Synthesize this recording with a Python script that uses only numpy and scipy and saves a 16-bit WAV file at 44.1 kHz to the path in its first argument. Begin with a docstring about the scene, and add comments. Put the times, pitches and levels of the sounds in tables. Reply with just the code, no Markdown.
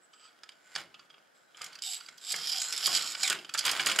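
"""A plastic stepping wheel, cranked by hand faster and faster, heard close up in a small room.
Impacts excite its resonances: the driver's pin snaps into a slot, the wheel knocks round one step
and its loose pegs tick and rattle. Between steps, stick-slip friction makes the locking disc scrape
along the rim, with brief creaks and hums. The table adds early reflections, the room reverberation."""
import sys
import numpy as np
from scipy import signal
from scipy.fft import rfft, irfft, next_fast_len
from scipy.io import wavfile
from scipy.ndimage import uniform_filter1d, map_coordinates

SR = 44100
rng = np.random.default_rng(int(sys.argv[2]) if len(sys.argv) > 2 else 0)


def generate_wav(sig):
    """Save sig (samples, or channels by samples) to the path in sys.argv[1] as 16-bit PCM at SR."""
    pcm = np.round(np.clip(np.atleast_2d(sig).T, -1, 1) * 32767).astype(np.int16)
    wavfile.write(sys.argv[1], SR, pcm)


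N = 176400


def amp(db):
    """Amplitude ratio of a level in decibels."""
    return 10 ** (np.asarray(db) / 20)

def unit(x):
    """Normalisation to an RMS of 1."""
    return x / np.sqrt(np.mean(x ** 2) + 1e-20)

def along(points, hz):
    """Interpolation of (frequency_hz, value) points on a logarithmic frequency axis."""
    frequencies, values = np.transpose(points)
    return np.interp(np.log(hz + 1), np.log(frequencies + 1), values)

def curve(rows):
    """Linear interpolation of (time_s, value) rows at every sample."""
    return np.interp(np.arange(N) / SR, *np.transpose(rows))

def filtered(x, response):
    """Linear filtering: the spectrum is multiplied by a frequency response."""
    size = next_fast_len(N + SR // 2)
    return irfft(rfft(x, size) * response(np.fft.rfftfreq(size, 1 / SR)), size)[..., :N]

def stereo_noise(width, size):
    """Partly correlated white noise; width is the ratio of side to mid."""
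    mid, side = rng.standard_normal((2, size))
    return np.array([mid + width * side, mid - width * side])

def wobble(knots_per_s):
    """Smooth random modulation: a spline through Gaussian values."""
    knots = rng.standard_normal(int(N * knots_per_s / SR) + 4)
    return map_coordinates(knots, [np.arange(N) * knots_per_s / SR])

def wandering_shares(count=4, knots_per_s=9, spread_db=6.5):
    """Constant-power mixing: drifting weights whose squares sum to 1."""
    shares = amp(spread_db * np.array([wobble(knots_per_s) for _ in range(count)]))
    return shares / np.linalg.norm(shares, axis=0)

def touched(modes, detune=0.023, spread_db=4.5):
    """Modal excitation: each point of contact favours and shifts the resonances differently."""
    chance = rng.standard_normal((len(modes), 2))
    return [(hz * (1 + detune * shift), width, db + spread_db * favour)
            for (hz, width, db), (shift, favour) in zip(modes, chance)]

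def ring(colour, modes, tilt_db=0, size=4096):
    """Minimum-phase impulse response of a resonant part, energy 1; tilt_db is per octave above 700 Hz."""
    hz = np.fft.rfftfreq(size, 1 / SR)
    lift = 1 + sum(amp(db) ** 2 / (1 + (2 * (hz - pitch) / width) ** 2) for pitch, width, db in modes)
    octaves = np.log2(np.maximum(hz, 700))
    cepstrum = irfft(np.log(amp(along(colour, hz) + tilt_db * octaves) * np.sqrt(lift)))
    cepstrum[1:size // 2] *= 2  # folding makes the response causal
    cepstrum[size // 2 + 1:] = 0
    response = irfft(np.exp(rfft(cepstrum)))
    return response / np.linalg.norm(response)

def friction(level_db, colour, modes, grains_per_s, spread_db, t60_s, smooth):
    """Shot noise: decaying grains over a smooth floor drive resonances at a few points of contact."""
    grains = amp(spread_db * np.clip(rng.standard_normal(N), -2, 2))
    grains *= rng.random(N) < grains_per_s / SR
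    t = np.arange(SR // 20) / SR
    power = np.abs(signal.fftconvolve(grains ** 2, amp(-60 * t / t60_s) ** 2)[:N])
    force = amp(level_db) * unit(np.sqrt(power / power.mean() + smooth ** 2))
    return sum(signal.fftconvolve(share * force * rng.standard_normal(N), ring(colour, touched(modes)))
               for share in wandering_shares())[:N]

def impacts(rows, colour, modes, attack_s, t60_s, ragged_db):
    """Impact excitation: each contact is a brief ragged chatter that rings the part it strikes."""
    out, t = np.zeros(N + SR), np.arange(SR // 8) / SR
    envelope = amp(-60 * t / t60_s) * (1 - np.exp(-t / attack_s))
    for start_s, db, tilt_db in rows:
        noise, rough = rng.standard_normal((2, len(t)))
        chatter = unit(noise * amp(ragged_db * unit(uniform_filter1d(rough, size=30))))
        hit = signal.fftconvolve(chatter * envelope, ring(colour, touched(modes), tilt_db))
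        hit *= np.linalg.norm(envelope) / np.linalg.norm(hit)
        out[round(start_s * SR):][:len(hit)] += amp(db) * hit
    return out[:N]

def glides(rows, fall_octaves, width_hz):
    """Narrow-band noise: friction resonances that swell, fade and fall in pitch."""
    out = np.zeros(N)
    for start_s, length_s, hz, db in rows:
        progress = np.clip((np.arange(N) / SR - start_s) / length_s, 0, 1)
        phase = 2 * np.pi * np.cumsum(hz * 2 ** (-fall_octaves * progress)) / SR
        rough = wobble(width_hz) + 1j * wobble(width_hz)
        swell = np.sqrt(np.abs(np.sin(np.pi * progress)))
        out += amp(db) * swell * unit(np.real(rough * np.exp(1j * phase)))
    return out


# spectrum of the room's still air: frequency_hz, relative_db
AIR_SPECTRUM = [(25, -32), (150, 0), (700, 6), (1000, -1.5), (1500, 9), (2400, -9), (6000, -11),
                (15500, -22)]

def air(level_db=-65.5):
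    """Ambient noise: faint, steady and uncorrelated between left and right."""
    return amp(level_db) * unit(filtered(stereo_noise(1, N), lambda hz: amp(along(AIR_SPECTRUM, hz))))

# reverberation time: frequency_hz, t60_s
ROOM_DECAY = [(100, 0.54), (400, 0.55), (1000, 0.22), (3000, 0.27), (8000, 0.28), (15000, 0.54)]
# strength of the reverberation: frequency_hz, gain_db
ROOM_GAIN = [(50, -3), (165, 7), (400, -1), (1000, -5.5), (3000, -10.5), (10000, -17)]

def room(x, count=4, build_s=0.0094):
    """Reverberation: diffuse tails, strongest in the bass, build up and decay exponentially."""
    turn = np.arange(N) * count // SR % count  # the tails take turns, so the colour varies
    out = np.zeros((2, N))
    for k in range(count):
        hz, t, spectra = signal.stft(stereo_noise(0.24, SR // 2), SR, nperseg=512)
        decay = amp(-60 * t / along(ROOM_DECAY, hz)[:, None]) * (1 - np.exp(-t / build_s))
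        decay /= np.sqrt(np.mean(decay ** 2, axis=1, keepdims=True))
        tail = signal.istft(spectra * decay, SR, nperseg=512)[1] / np.sqrt(SR // 2)
        out += signal.fftconvolve((x * (turn == k))[None], tail, axes=1)[:, :N]
    return filtered(out, lambda hz: amp(along(ROOM_GAIN, hz)))

def tabletop(x, t60_s=0.034, gain_db=-5, low_cut_hz=1800):
    """Early reflections: the treble scatters among pegs, base and table along shifting paths."""
    t = np.arange(SR // 20) / SR
    early = np.zeros((2, N))
    for share in wandering_shares():
        echoes = stereo_noise(0.44, len(t)) * amp(-60 * t / t60_s) * (t > .001)
        echoes /= np.linalg.norm(echoes[0])
        early += signal.fftconvolve((x * share)[None], echoes, axes=1)[:, :N]
    return amp(gain_db) * filtered(early, lambda hz: hz ** 2 / (hz ** 2 + low_cut_hz ** 2))

# hums of the driver's disc: start_s, length_s, level_db
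DISC_HUMS = [(1.852, 0.083, -61.5), (2.254, 0.15, -59.5), (2.505, 0.102, -56), (2.83, 0.13, -52.5)]

def disc_hums(pitch_hz=752):
    """Friction-driven resonance: the driver's disc hums briefly, sagging a little in pitch."""
    rows = [(start_s, length_s, pitch_hz, db) for start_s, length_s, db in DISC_HUMS]
    return glides(rows, fall_octaves=.06, width_hz=90)

# creaks of pin and rim: start_s, length_s, starting_pitch_hz, level_db
PIN_CREAKS = [(2.93, 0.14, 1470, -48), (3.226, .05, 4180, -31.5), (3.232, 0.037, 2514, -36),
              (3.232, 0.0286, 877, -44.5), (3.297, 0.0404, 1698, -39.5), (3.302, 0.035, 2950, -37)]

def pin_creaks():
    """Sliding friction: pin and rim sound rough, falling tones."""
    return glides(PIN_CREAKS, fall_octaves=.25, width_hz=380)

# hollow resonances of the pegs: pitch_hz, width_hz, lift_db
PEG_RESONANCES = [(1220, 34, 19.5), (1454, 104, 17), (2590, 120, 12), (3195, 150, 19.5), (4820, 160, 14)]
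# spectral envelope of a peg contact: frequency_hz, relative_db
PEG_SPECTRUM = [(80, -16), (1000, -9), (3000, -4.5), (6500, -8.5), (15500, -37)]
# drag of the pegs: time_s, level_db
PEG_DRAG = [(.11, -110), (.138, -56), (.16, -71.5), (.27, -53.5), (.32, -79), (.4, -110)]

def peg_rasp():
    """Light friction: the pegs drag in their seats as the wheel takes up its slack."""
    return friction(curve(PEG_DRAG), PEG_SPECTRUM, PEG_RESONANCES,
                    grains_per_s=320, spread_db=3, t60_s=0.0093, smooth=0.48)

# peg contacts: start_s, relative_db, tilt_db_per_octave
PEG_TICKS = [(.5184, -38, 2.5), (.942, -28.5, -1.5), (.9933, -31.5, -2), (1.101, -33.5, -2.5),
             (1.140, -36, -3.5), (1.18, -41.5, -4), (1.5459, -34, -6), (1.610, -24.5, -6),
             (1.7278, -30.5, 6), (1.7529, -25, 4.5), (1.787, -28.5, 6), (2.007, -26, 2), (2.061, -28.5, 8),
             (2.178, -31.5, 12.5), (3.3875, -23, 2), (3.4458, -24.5, 0.5), (3.492, -20.5, 3)]

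def peg_ticks(gain_db=-9):
    """Free vibration: light impacts set the hollow pegs ringing."""
    return amp(gain_db) * impacts(PEG_TICKS, PEG_SPECTRUM, PEG_RESONANCES,
                                  attack_s=0.0018, t60_s=0.027, ragged_db=0.5)

# resonances of disc and rim: pitch_hz, width_hz, light_lift_db, pressed_lift_db
DISC_RESONANCES = [(3130, 135, 11, 10.5), (3804, 95, 11.5, 11.5), (4440, 93, 2, 13.5),
                   (4930, 193, 16.5, 9.5), (5225, 180, 11.5, 14), (7300, 180, 16, 14),
                   (7800, 240, 17.5, 17), (9460, 200, 6, 12.5)]
# rub of the disc's edge as the crank starts: time_s, level_db
EDGE_RUB = [(0, -91), (.04, -63.5), (.1, -102), (.13, -68), (.27, -66), (.36, -110)]

def edge_rub():
    """Single-mode response: barely loaded, the disc rings at one high resonance only."""
    pitch, width, *_ = DISC_RESONANCES[6]
    band = filtered(rng.standard_normal(N), lambda hz: 1 / (1 + ((hz - pitch) / width) ** 2))
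    return amp(curve(EDGE_RUB)) * unit(band)

# scrape of the locking disc, swelling with each push on the crank: time_s, relative_db
SCRAPE_LEVEL = [(1.31, -110), (1.35, -69.5), (1.5, -80), (1.815, -81), (1.822, -41), (1.94, -37),
                (2.0, -54), (2.15, -74.5), (2.22, -53.5), (2.31, -33), (2.34, -41.5), (2.43, -42),
                (2.48, -33), (2.6, -36), (2.71, -41), (2.82, -37.5), (2.865, -26.5), (2.89, -36),
                (2.97, -25.5), (3.0, -36.5), (3.12, -38.5), (3.16, -54), (3.21, -39), (3.24, -31),
                (3.285, -39), (3.42, -78), (3.57, -54), (3.585, -30), (3.62, -55), (4, -70)]
# spectral envelope of the scrape: frequency_hz, relative_db
SCRAPE_SPECTRUM = [(200, -27), (1000, -20), (1800, -9), (2800, 0), (4300, -1), (6200, -4.5), (8000, -4.5),
                   (8800, -11.5), (11500, -4), (13500, -15.5), (15500, -51)]

def disc_scrape(gain_db=-1, catches_per_s=95, slip_db=9, uneven=.45, pressed_from_s=2.32):
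    """Stick-slip friction: the disc catches on the ridged rim; pressed home, it favours other modes."""
    catches = np.cumsum(catches_per_s * np.exp(uneven * wobble(catches_per_s))) / SR
    level_db = curve(SCRAPE_LEVEL) + gain_db + slip_db * (.5 - catches % 1)
    light_modes = [(hz, width, db) for hz, width, db, _ in DISC_RESONANCES]
    pressed_modes = [(hz, width, db) for hz, width, _, db in DISC_RESONANCES]
    light, pressed = (friction(level_db, SCRAPE_SPECTRUM, modes,
                               grains_per_s=1000, spread_db=4.5, t60_s=0.0065, smooth=0.77)
                      for modes in (light_modes, pressed_modes))
    return np.where(np.arange(N) < pressed_from_s * SR, light, pressed)

# resonances of wheel and frame: pitch_hz, width_hz, lift_db
WHEEL_RESONANCES = [(1262, 69, 8), (1476, 58, 14), (1790, 110, 1), (2070, 110, 5), (3274, 730, 4),
                    (4815, 470, 11.5), (5120, 190, 6), (6710, 55, 5), (7140, 330, 4)]
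# rattle of the turning wheel: time_s, relative_db
RATTLE_LEVEL = [(0, -74), (.62, -65.5), (.75, -54), (.78, -42.5), (.88, -66.5), (1.5, -73.5), (1.63, -45.5),
                (1.8, -61), (2.05, -59), (2.2, -63.5), (2.35, -46.5), (2.44, -49), (2.8, -44), (2.95, -38),
                (3.12, -48), (3.24, -44), (3.32, -30.5), (3.38, -50.5), (3.47, -61.5), (3.53, -57.5),
                (3.55, -68), (3.64, -40), (3.66, -26), (3.74, -34), (3.85, -38.5), (3.88, -28.5),
                (3.97, -39), (4, -32)]
# spectral envelope of the rattle: frequency_hz, relative_db
RATTLE_SPECTRUM = [(30, -25), (100, -21), (300, -8), (500, -7.5), (900, -0.5), (1500, -2), (3000, -1.5),
                   (6000, -11.5), (10000, -12.5), (15500, -27)]

def wheel_rattle(gain_db=-1.5):
    """Random excitation: loose parts bump about while the wheel turns."""
    return friction(curve(RATTLE_LEVEL) + gain_db, RATTLE_SPECTRUM, WHEEL_RESONANCES,
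                    grains_per_s=320, spread_db=4, t60_s=0.013, smooth=0.72)

# contacts of wheel and axle: start_s, relative_db, tilt_db_per_octave
AXLE_KNOCKS = [(.760, -28.5, -4.5), (.786, -33, -1), (1.629, -37, 0), (2.340, -21.5, -3), (2.876, -20, -1),
               (3.148, -22, 3.5), (3.304, -20.5, -2), (3.314, -25, 1.5), (3.547, -17.5, 3.5),
               (3.656, -20, 4), (3.667, -18, -0.5), (3.691, -15, 7), (3.795, -13.5, 2.5), (3.865, -12, 3),
               (3.897, -16, 6), (3.914, -16.5, 6), (3.988, -8.5, 3.5)]
# spectral envelope of a knock: frequency_hz, relative_db
KNOCK_SPECTRUM = [(40, -24), (120, -11), (450, -7), (900, -1), (1600, -2), (3000, 0), (5000, -18),
                  (9000, -20.5), (15500, -46)]

def wheel_knocks(gain_db=-6.5):
    """Damped vibration: the wheel knocks dully on its axle."""
    return amp(gain_db) * impacts(AXLE_KNOCKS, KNOCK_SPECTRUM, WHEEL_RESONANCES,
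                                  attack_s=0.0011, t60_s=0.045, ragged_db=3)

# contacts of pin and slot: start_s, relative_db, tilt_db_per_octave
PIN_SNAPS = [(.4334, -33.5, -5.5), (.490, -33, -4), (.752, -22.5, -4), (.7595, -18.5, -4.5),
             (1.570, -41, 3), (1.616, -26, 0), (1.6424, -27.5, 7.5), (1.662, -31.5, 0), (1.821, -25.5, 4),
             (2.086, -30.5, -4.5), (2.3205, -17.5, 7), (2.361, -23, 2.5), (2.617, -18.5, 3),
             (2.7245, -18.5, 4), (2.776, -19, 4), (2.867, -15, 12.5), (3.232, -13.5, 1), (3.276, -14.5, 1),
             (3.2988, -12, 3), (3.3257, -24.5, 9), (3.5386, -19, 2), (3.576, -20, 2.5), (3.590, -14.5, 1),
             (3.6085, -22.5, -3), (3.651, -14.5, 2.5), (3.6624, -18.5, 10), (3.713, -16.5, 8.5),
             (3.803, -18.5, -4), (3.826, -27, -2), (3.860, -14.5, 9), (3.869, -15, 10), (3.9597, -18, -2),
             (3.9868, -15, 10)]
# spectral envelope of a snap: frequency_hz, relative_db
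SNAP_SPECTRUM = [(80, -25), (500, -19.5), (1500, -4.5), (3000, 0), (5000, -1), (8000, 2.5), (9200, -5.5),
                 (11500, -8.5), (15500, -30.5)]

def pin_snaps(gain_db=-2.5):
    """Hard impact: the pin's brief contact with a slot excites the wheel over a broad band."""
    return amp(gain_db) * impacts(PIN_SNAPS, SNAP_SPECTRUM, WHEEL_RESONANCES,
                                  attack_s=0.0013, t60_s=0.023, ragged_db=2.5)

# stereo balance: frequency_hz, left_over_right_db
BALANCE = [(200, 0), (2100, -0.5), (3500, -3.5), (5100, -6.5), (6200, -2.5), (7500, -2.5), (11000, -0.7)]

def scene():
    """Superposition: direct sound and reflections, a little to the right, over the room's air."""
    direct = (disc_scrape() + edge_rub() + peg_rasp() + wheel_rattle() + pin_creaks() + disc_hums()
              + pin_snaps() + wheel_knocks() + peg_ticks())
    heard = direct + tabletop(direct) + room(direct)
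    sides = np.array([[.5], [-.5]])
    return filtered(heard, lambda hz: amp(along(BALANCE, hz) * sides)) + air()

def record(dry, low_cut_hz=115, top_hz=15750):
    """Band limiting: the microphone thins the deep bass and passes nothing above top_hz."""
    return filtered(dry, lambda hz: hz / np.hypot(hz, low_cut_hz) * (hz < top_hz))


dry = scene()
out = record(dry)
generate_wav(out)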